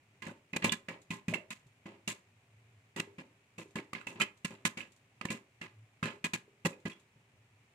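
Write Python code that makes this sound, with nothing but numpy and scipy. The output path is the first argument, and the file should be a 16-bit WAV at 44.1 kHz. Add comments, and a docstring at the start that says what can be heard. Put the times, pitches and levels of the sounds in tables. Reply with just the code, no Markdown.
"""Small kitchen: popcorn pops close by in a metal pot under a glass lid.
Each kernel bursts with a crack of steam, thumps the air in the pot and scatters flakes; pot and lid ring.
Pops are shaped noise plus decaying modes, shorter when strong; soon after onset the level drops, most if early.
Flung kernels clink on the walls as ringing modes, flakes bump on the base, hot oil spits as bright noise.
Underneath lie a faint noise sizzle and a low sine hum that wavers in pitch and level."""
import sys
import numpy as np
from scipy import signal
from scipy.fft import rfft, irfft
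from scipy.io import wavfile

SR = 44100
rng = np.random.default_rng(int(sys.argv[2]) if len(sys.argv) > 2 else 0)


def bounce(signal):
    """Save signal as a 16-bit WAV file at the path given by the first command-line argument."""
    frames = np.transpose(np.atleast_2d(signal))
    limited = np.clip(frames, -1, 1)
    pcm = np.round(limited * 32767).astype(np.int16)
    wavfile.write(sys.argv[1], SR, pcm)


N = 341334
EVENT_SIZE = 12288  # samples
AGE_S = np.arange(EVENT_SIZE) / SR

# kitchen echo bands: (frequency [Hz], t60 [s], level [dB])
ROOM_BANDS = [(100, 0.068, -13.5), (226, 0.25, -5.5), (400, 0.42, -4.5), (840, 0.3, -6), (2500, 0.18, -9.5),
              (7140, 0.21, -12.5), (14750, .22, -13.5)]
# sizzle colour: (frequency [Hz], level [dB])
SIZZLE_COLOUR = [(25, -9), (60, -9), (110, 7.5), (185, -2.5), (300, -6.5), (345, -12), (395, -3),
                 (450, -11), (610, -9.5), (950, -10.5), (1500, -12.5), (2400, -6.5), (3300, -16.5),
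                 (5000, -23.5), (7300, -21), (15000, -36)]
# slow swell of the low hum: (time [s], level [dB])
HUM_SWELL = [(0, -79), (2.4, -78.5), (2.58, -65.5), (2.85, -72), (2.98, -73.5), (5.5, -79), (5.65, -67),
             (5.85, -61), (5.96, -80), (7.35, -76), (7.55, -66.5), (7.68, -85)]
# spits of hot oil: (time [s], level [dB])
OIL_SPITS = [(1.017, -65.5), (1.667, -74), (3.707, -72.5), (4.011, -69), (4.373, -70.5), (4.92, -67.5),
             (4.963, -70.5), (6.8, -74), (6.997, -70.5)]
# flakes dropping back onto the base: (time [s], level [dB], pitch [Hz], t60 [s])
FLAKE_BUMPS = [(1.327, -41, 619, 0.078), (1.661, -60, 129, 0.11), (3.074, -54.5, 400, 0.11),
               (3.213, -62, 284, 0.15), (3.657, -55.5, 377, 0.047), (4.53, -57, 201, 0.074),
               (6.478, -61, 404, 0.067), (6.709, -51, 510, 0.049), (7.158, -59.5, 141, 0.17),
               (7.335, -62.5, 113, 0.24)]
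# hard kernels striking the pot: (time [s], level [dB], pitch [Hz], t60 [s])
KERNEL_CLINKS = [(0.294, -52, 1510, .04), (.534, -33.5, 2500, 0.081), (0.694, -28, 3470, 0.036),
                 (.885, -39, 2265, 0.19), (1.133, -44, 1035, 0.12), (1.338, -29.5, 2140, 0.027),
                 (1.342, -25.5, 2685, 0.029), (2.077, -34, 2700, 0.081), (3.786, -36.5, 2240, 0.024),
                 (3.95, -36.5, 2140, 0.012), (4.013, -41, 1390, 0.011), (4.071, -34, 2630, 0.06),
                 (4.209, -23, 2500, 0.053), (4.222, -32, 3030, 0.034), (4.487, -51, 2500, 0.054),
                 (4.805, -38.5, 2570, 0.035), (4.811, -40.5, 2900, 0.031), (5.286, -39, 2730, 0.13),
                 (6.028, -31.5, 1340, 0.016), (6.057, -41, 2400, 0.012), (6.058, -43, 4000, 0.018),
                 (6.104, -43, 3150, 0.017), (6.729, -49.5, 2500, 0.12), (6.899, -52, 2640, 0.054),
                 (6.918, -49, 3310, 0.086)]
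# bursting kernels: (time [s], level [dB], thump over level [dB], knock over level [dB], crack over level [dB],
# time from onset to the drop in level [s], wall pitch [Hz], left minus right of the wall sound [dB])
KERNEL_POPS = [(0.22, -43, -10, -14, -15, .092, 2030, -8), (0.266, -46, 3, -4.5, -11, 0.057, 1678, -3),
               (0.53, -48, 6, 1, -11.5, 0.046, 2600, -3), (0.561, -31, -5.5, -8.5, -8.5, 0.011, 2394, -2.5),
               (0.621, -36.5, -9, -14.5, -23, 0.073, 1940, -4),
               (0.642, -25, -4, -8.5, -11, 0.061, 2400, -3), (0.719, -30, -6, -17, -3.5, 0.026, 2855, -3.5),
               (0.883, -39.5, -8, -7, -16, 0.13, 2020, 0),
               (1.104, -36.5, -0.5, -14.5, -13, 0.095, 2470, -3.5),
               (1.281, -38, 7.5, -13.5, -11.5, 0.09, 2490, -4.5),
               (1.336, -38.5, -4.5, -6, -9.5, 0.026, 2470, -5),
               (1.504, -40.5, -9.5, -20.5, -6.5, 0.031, 2520, -4.5),
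               (1.856, -50, 4.5, -1, -18, 0.13, 2000, -3), (2.075, -38, 0, -9, 0, 0.054, 2856, 0),
               (2.961, -42.5, -2, -2.5, -7.5, 0.039, 1936, -4),
               (2.981, -48.5, -20, 1.5, -13, 0.03, 2860, -15),
               (2.997, -30.5, -9, -19, -10.5, 0.0072, 2737, -2),
               (3.182, -48, 1, -4, -18.5, 0.041, 2390, -1.5), (3.58, -47, 0, -3, -8, 0.052, 2643, -2.5),
               (3.755, -39, 0, -4.5, -12, 0.048, 1690, -1.5), (3.783, -49.5, 2, 0.5, -21, 0.024, 2010, -7),
               (3.931, -32.5, -11, -13.5, -13.5, 0.0036, 1166, -2.5),
               (3.949, -43, -8, -11, -21.5, 0.14, 2110, -4), (4.067, -44.5, -4, -5, -8.5, 0.14, 2654, -1),
               (4.155, -54, 2, 1.5, -28, 0.11, 2640, -3), (4.199, -32.5, -11, -10, -11.5, 0.04, 1324, -3),
               (4.214, -26.5, -12.5, -18.5, -11, 0.025, 3047, -2.5),
               (4.446, -33.5, -2.5, -13.5, -7.5, 0.014, 2780, -7),
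               (4.504, -53.5, 4, 0.5, -9, 0.054, 2480, -3), (4.65, -25.5, -7.5, -20, -7.5, 0.029, 2037, -5),
               (4.771, -39.5, -4.5, -11, -13, 0.23, 2240, -3),
               (5.211, -34.5, -7.5, -11, -20, 0.0047, 1240, -5.5),
               (5.251, -35, 0.5, -1.5, -9, 0.0058, 1790, -7), (5.302, -35.5, -1, -9, -9, 0.082, 2360, -5.5),
               (5.612, -41.5, -7, -11, -16.5, 0.059, 2080, -4),
               (6.027, -34.5, 1.5, -13, -16.5, 0.086, 1610, -3),
               (6.054, -40, -9, -2, -11.5, 0.13, 1764, -7.5),
               (6.241, -29.5, -10.5, -11.5, -11, 0.029, 2477, -2.5),
               (6.334, -32, -7, -11.5, -6.5, 0.027, 2430, -1.5),
               (6.649, -34.5, 0.5, -5, -8, 0.026, 2680, -11), (6.655, -29.5, -4, -3, -8.5, 0.015, 1960, -1),
               (6.853, -39.5, 4, -2, -16.5, 0.032, 1983, -8), (6.896, -49, -10, -24, -12, 0.041, 2490, -2)]
# modes of the air and base of the pot: (frequency [Hz], level [dB], t60 [s])
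CAVITY_MODES = [(113.8, -15, 0.2), (179, -5, 0.081), (194.5, 3, 0.055), (228, -11.5, 0.1),
                (383.4, -23.5, 0.23), (533, -43, 0.11), (596.4, -31, 0.26)]
# modes of wall and lid: (frequency [Hz], level [dB], t60 [s])
LID_MODES = [(1033, 0, .14), (1230, -4, .07), (1420, -5, .06), (1675, 0, .16), (1997, -1, .13),
             (2234, -4, .1), (2445, -1, .12), (2612, -2, .1), (2745, -3, .12), (2875, -6, .1),
             (3070, -7, .1), (3205, -8, .1), (3975, -13, .08)]
# colour of the rattling flakes: (frequency [Hz], level [dB])
RATTLE_COLOUR = [(300, -40.5), (700, -13), (1050, -0.5), (1400, -4), (2000, 3), (2700, 2), (3400, -4.5),
                 (4500, -8.5), (6500, -20), (12000, -65)]
# colour of the steam crack: (frequency [Hz], level [dB])
CRACK_COLOUR = [(1500, -41.5), (3500, 2.5), (5200, -5.5), (7300, 4), (9000, -4.5), (11500, -11.5),
                (13500, -14.5), (16000, -29)]
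# colour of the hollow knock: (frequency [Hz], level [dB])
KNOCK_COLOUR = [(60, -29.5), (130, -5), (260, 1.5), (385, 4.5), (455, -8), (530, -1), (620, -4.5),
                (720, -11.5), (900, -4), (1400, -15), (4000, -66)]

SIZZLE_DB, HUM_FLICKER_DB = -68.5, 4.5
# a strong pop is spent sooner: flake t60 at the usual level, rise in level that halves it
USUAL_POP_DB, FLAKES_T60_S, HALVING_DB = -35, 0.19, 15.5
# drop in level after a pop: deepest drop, delay that shrinks it by 1 / e, time to fall
DROP_DB, DROP_EASE_S, FALL_S = -14, 0.06, 0.003
# lift of the rattle at the wall and lid modes (for a 0 dB mode), and its width
LID_LIFT_DB, LID_WIDTH_HZ = 7.5, 50
TOP_HZ = 15700


def undb(db):
    """Decibels to gain."""
    return 10 ** (np.asarray(db) / 20)


def fade(t60_s):
    """Exponential decay over one event, t60 at least 3 ms."""
    return np.exp(-np.log(1000) * AGE_S / max(t60_s, .003))


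def rise(time_s):
    """Linear onset from 0 to 1."""
    return np.clip(AGE_S / time_s, 0, 1)


def unit(sound):
    """Scale an event to rms 1 over its first 14 ms."""
    return sound / np.sqrt(np.mean(sound[..., :617] ** 2))


def along(points, size, column=1):
    """Table column interpolated over log frequency at every bin of a spectrum."""
    table = np.array(points)
    bins_hz = np.maximum(np.arange(size // 2 + 1) * SR / size, 1)
    return np.interp(np.log(bins_hz), np.log(table[:, 0]), table[:, column])


def response(points, lift_db=0):
    """Causal minimum-phase filter of the given colour, by folding the cepstrum."""
    cepstrum = irfft(np.log(undb(along(points, EVENT_SIZE) + lift_db)))
    cepstrum[1:EVENT_SIZE // 2] *= 2
    cepstrum[EVENT_SIZE // 2 + 1:] = 0
    return np.exp(rfft(cepstrum))


def tint(sound, colour):
    """Give an event a colour and level 1."""
    return unit(irfft(rfft(sound) * colour))


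def air(size):
    """Stereo white noise: alike at both ears in the bass, unrelated in the treble."""
    mid, side = rfft(rng.standard_normal((2, size)))
    width = np.minimum(np.arange(len(mid)) * SR / size / 1250, 1) ** 1.4
    left_right = mid + np.array([[1], [-1]]) * width * side
    return irfft(left_right / np.sqrt(1 + width ** 2), size)


def walk(size, rate_hz):
    """Random wandering: straight lines between normal draws."""
    steps = rng.standard_normal(4096)
    return np.interp(np.arange(size) / SR * rate_hz, np.arange(len(steps)), steps)


def pan(db):
    """Gains of left and right, db apart."""
    return undb(np.array([[db], [-db]]) / 2)


def ring(modes, scatter_db, detune, phase_spread):
    """Decaying modes; strengths and phases depend on where the blow lands."""
    out = 0
    for hz, db, t60_s in modes:
        size, shift, left, right = rng.standard_normal(4)
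        turn = 2 * np.pi * hz * (1 + detune * shift) * AGE_S
        phase = phase_spread * np.array([[left], [right]])
        out = out + undb(db + scatter_db * size) * fade(t60_s) * np.sin(turn + phase)
    return unit(out)


def kitchen():
    """Room response: direct sound, then noise bands dying at their own rates."""
    noise, out = rfft(air(EVENT_SIZE)), 0
    onset = np.clip((AGE_S - .005) / 0.012, 0, 1)
    for k, (hz, t60_s, db) in enumerate(ROOM_BANDS):
        share = along([(row[0], float(j == k)) for j, row in enumerate(ROOM_BANDS)], EVENT_SIZE)
        decay = fade(t60_s) * onset
        out = out + undb(db) * irfft(noise * share) * decay / np.sqrt(np.sum(decay ** 2))
    out[:, 0] += 1
    return out


def heard(sound, room):
    """An event together with its echo in the room."""
    return signal.fftconvolve(sound, room, axes=1)[:, :EVENT_SIZE]


def add(out, start_s, sound):
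    """Mix an event in at its time."""
    first = int(start_s * SR)
    out[:, first:first + EVENT_SIZE] += sound[:, :N - first]


def stove(hum_hz=110, waver_hz=6):
    """Faint even sizzle of coloured noise, and a low hum wavering in pitch and level."""
    grainy = air(N) * undb(1.0 * walk(N, 420))
    sizzle = irfft(rfft(grainy) * undb(along(SIZZLE_COLOUR, N)), N)
    pitch_hz = hum_hz + waver_hz * walk(N, 35)
    hum = np.sqrt(2) * np.sin(2 * np.pi * np.cumsum(pitch_hz) / SR)
    swell_db = np.interp(np.arange(N) / SR, *np.transpose(HUM_SWELL))
    hum_db = swell_db + HUM_FLICKER_DB * walk(N, 18)
    return undb(SIZZLE_DB) * sizzle / sizzle.std() + undb(hum_db) * hum


def spit(colours):
    """Hot oil spits: a short decay of bright noise."""
    return tint(air(EVENT_SIZE) * fade(0.1), colours["crack"])


def bump(hz, t60_s, colours):
    """A soft flake lands: slow push on a close pair of low modes, with a little knock."""
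    pair = [(hz, 0, t60_s), (hz * .87, -6, t60_s)]
    tone = ring(pair, scatter_db=0, detune=.01, phase_spread=.2)
    knock = tint(air(EVENT_SIZE) * fade(t60_s), colours["knock"])
    return unit(rise(0.0026) * (tone + undb(-13.5) * knock))


def lid():
    """Wall and lid ring together, a little differently at every blow."""
    return ring(LID_MODES, scatter_db=2.5, detune=.004, phase_spread=1.5)


def lid_peaks():
    """Lift in dB that the modes of wall and lid give to a sound inside the pot."""
    bins_hz = np.arange(EVENT_SIZE // 2 + 1) * SR / EVENT_SIZE
    peaks = sum(undb(db) * np.exp(-((bins_hz - hz) / LID_WIDTH_HZ) ** 2) for hz, db, _ in LID_MODES)
    return LID_LIFT_DB * peaks


def hull(hz, t60_s=0.05, neighbours_db=-4):
    """Short wall modes around the pitch of the spot where the kernel lies."""
    modes = [(hz * .84, neighbours_db, t60_s / 2), (hz, 0, t60_s), (hz * 1.02, neighbours_db, t60_s / 2)]
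    return ring(modes, scatter_db=1.5, detune=.004, phase_spread=1.2)


def clink(hz, t60_s, colours):
    """A hard kernel rings the wall where it strikes, with a tick and a little of the lid."""
    wall = undb(-6) * hull(hz, t60_s, neighbours_db=1.0)
    tick = undb(-16.5) * tint(air(EVENT_SIZE) * fade(t60_s), colours["rattle"])
    return pan(-8.5) * rise(0.0012) * (wall + tick + undb(-34.5) * lid())


def burst(t60_s, flakes_db, snap_t60_s=0.04):
    """The hull splits in a rush of steam; shaken flakes follow in grainy clumps."""
    clumps = undb(2.5 * walk(EVENT_SIZE, 110) * rise(.015))
    grain = undb(3.5 * walk(EVENT_SIZE, 700))
    flakes = undb(flakes_db) * clumps * fade(t60_s)
    envelope = (fade(snap_t60_s) + flakes) * rise(0.0032)
    return air(EVENT_SIZE) * envelope * grain


def level_drop(delay_s):
    """Full level for a given time, then the pop and its echo drop quickly in level."""
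    drop_db = DROP_DB * np.exp(-delay_s / DROP_EASE_S)
    return undb(drop_db * np.clip((AGE_S - delay_s) / FALL_S, 0, 1))


def pop(thump_db, knock_db, crack_db, t60_s, wall_hz, pan_db, colours):
    """One kernel: rattle, ringing wall and lid, bright crack, hollow knock, thump of the air in the pot."""
    swell = 1 - np.exp(-AGE_S / 0.0048)
    rattle = tint(burst(t60_s, flakes_db=5.0), colours["rattle"])
    walls = undb(-4.5) * rattle
    walls = walls + undb(-8.5) * swell * lid()
    walls = walls + undb(-7.0) * unit(swell * hull(wall_hz))
    crack = tint(burst(t60_s, flakes_db=-1.0), colours["crack"])
    knock = tint(burst(t60_s, flakes_db=11.5), colours["knock"])
    thump = unit(swell * ring(CAVITY_MODES, scatter_db=1.5, detune=.04, phase_spread=.15))
    noises = undb(crack_db) * crack + undb(knock_db) * knock
    return pan(pan_db) * walls + noises - undb(thump_db) * thump


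def scene():
    """Spits, bumps, clinks and pops in the kitchen, over the stove."""
    out, room = stove(), kitchen()
    colours = {"knock": response(KNOCK_COLOUR), "crack": response(CRACK_COLOUR),
               "rattle": response(RATTLE_COLOUR, lid_peaks())}
    for start_s, db in OIL_SPITS:
        add(out, start_s, undb(db) * heard(spit(colours), room))
    for start_s, db, hz, t60_s in FLAKE_BUMPS:
        add(out, start_s, undb(db) * heard(bump(hz, t60_s, colours), room))
    for start_s, db, hz, t60_s in KERNEL_CLINKS:
        add(out, start_s, undb(db) * heard(clink(hz, t60_s, colours), room))
    for start_s, db, thump_db, knock_db, crack_db, drop_delay_s, wall_hz, pan_db in KERNEL_POPS:
        t60_s = FLAKES_T60_S * 2 ** ((USUAL_POP_DB - db) / HALVING_DB)
        kernel = pop(thump_db, knock_db, crack_db, t60_s, wall_hz, pan_db, colours)
        add(out, start_s, undb(db) * heard(kernel, room) * level_drop(drop_delay_s))
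    return out


def record(dry, bass_hz=55):
    """Gentle high-pass thins the deep bass; steep elliptic low-pass cuts the top."""
    thinned = signal.sosfilt(signal.butter(1, bass_hz, "high", fs=SR, output="sos"), dry)
    return signal.sosfilt(signal.ellip(8, .2, 70, TOP_HZ, fs=SR, output="sos"), thinned)


dry = scene()
out = record(dry)
bounce(out)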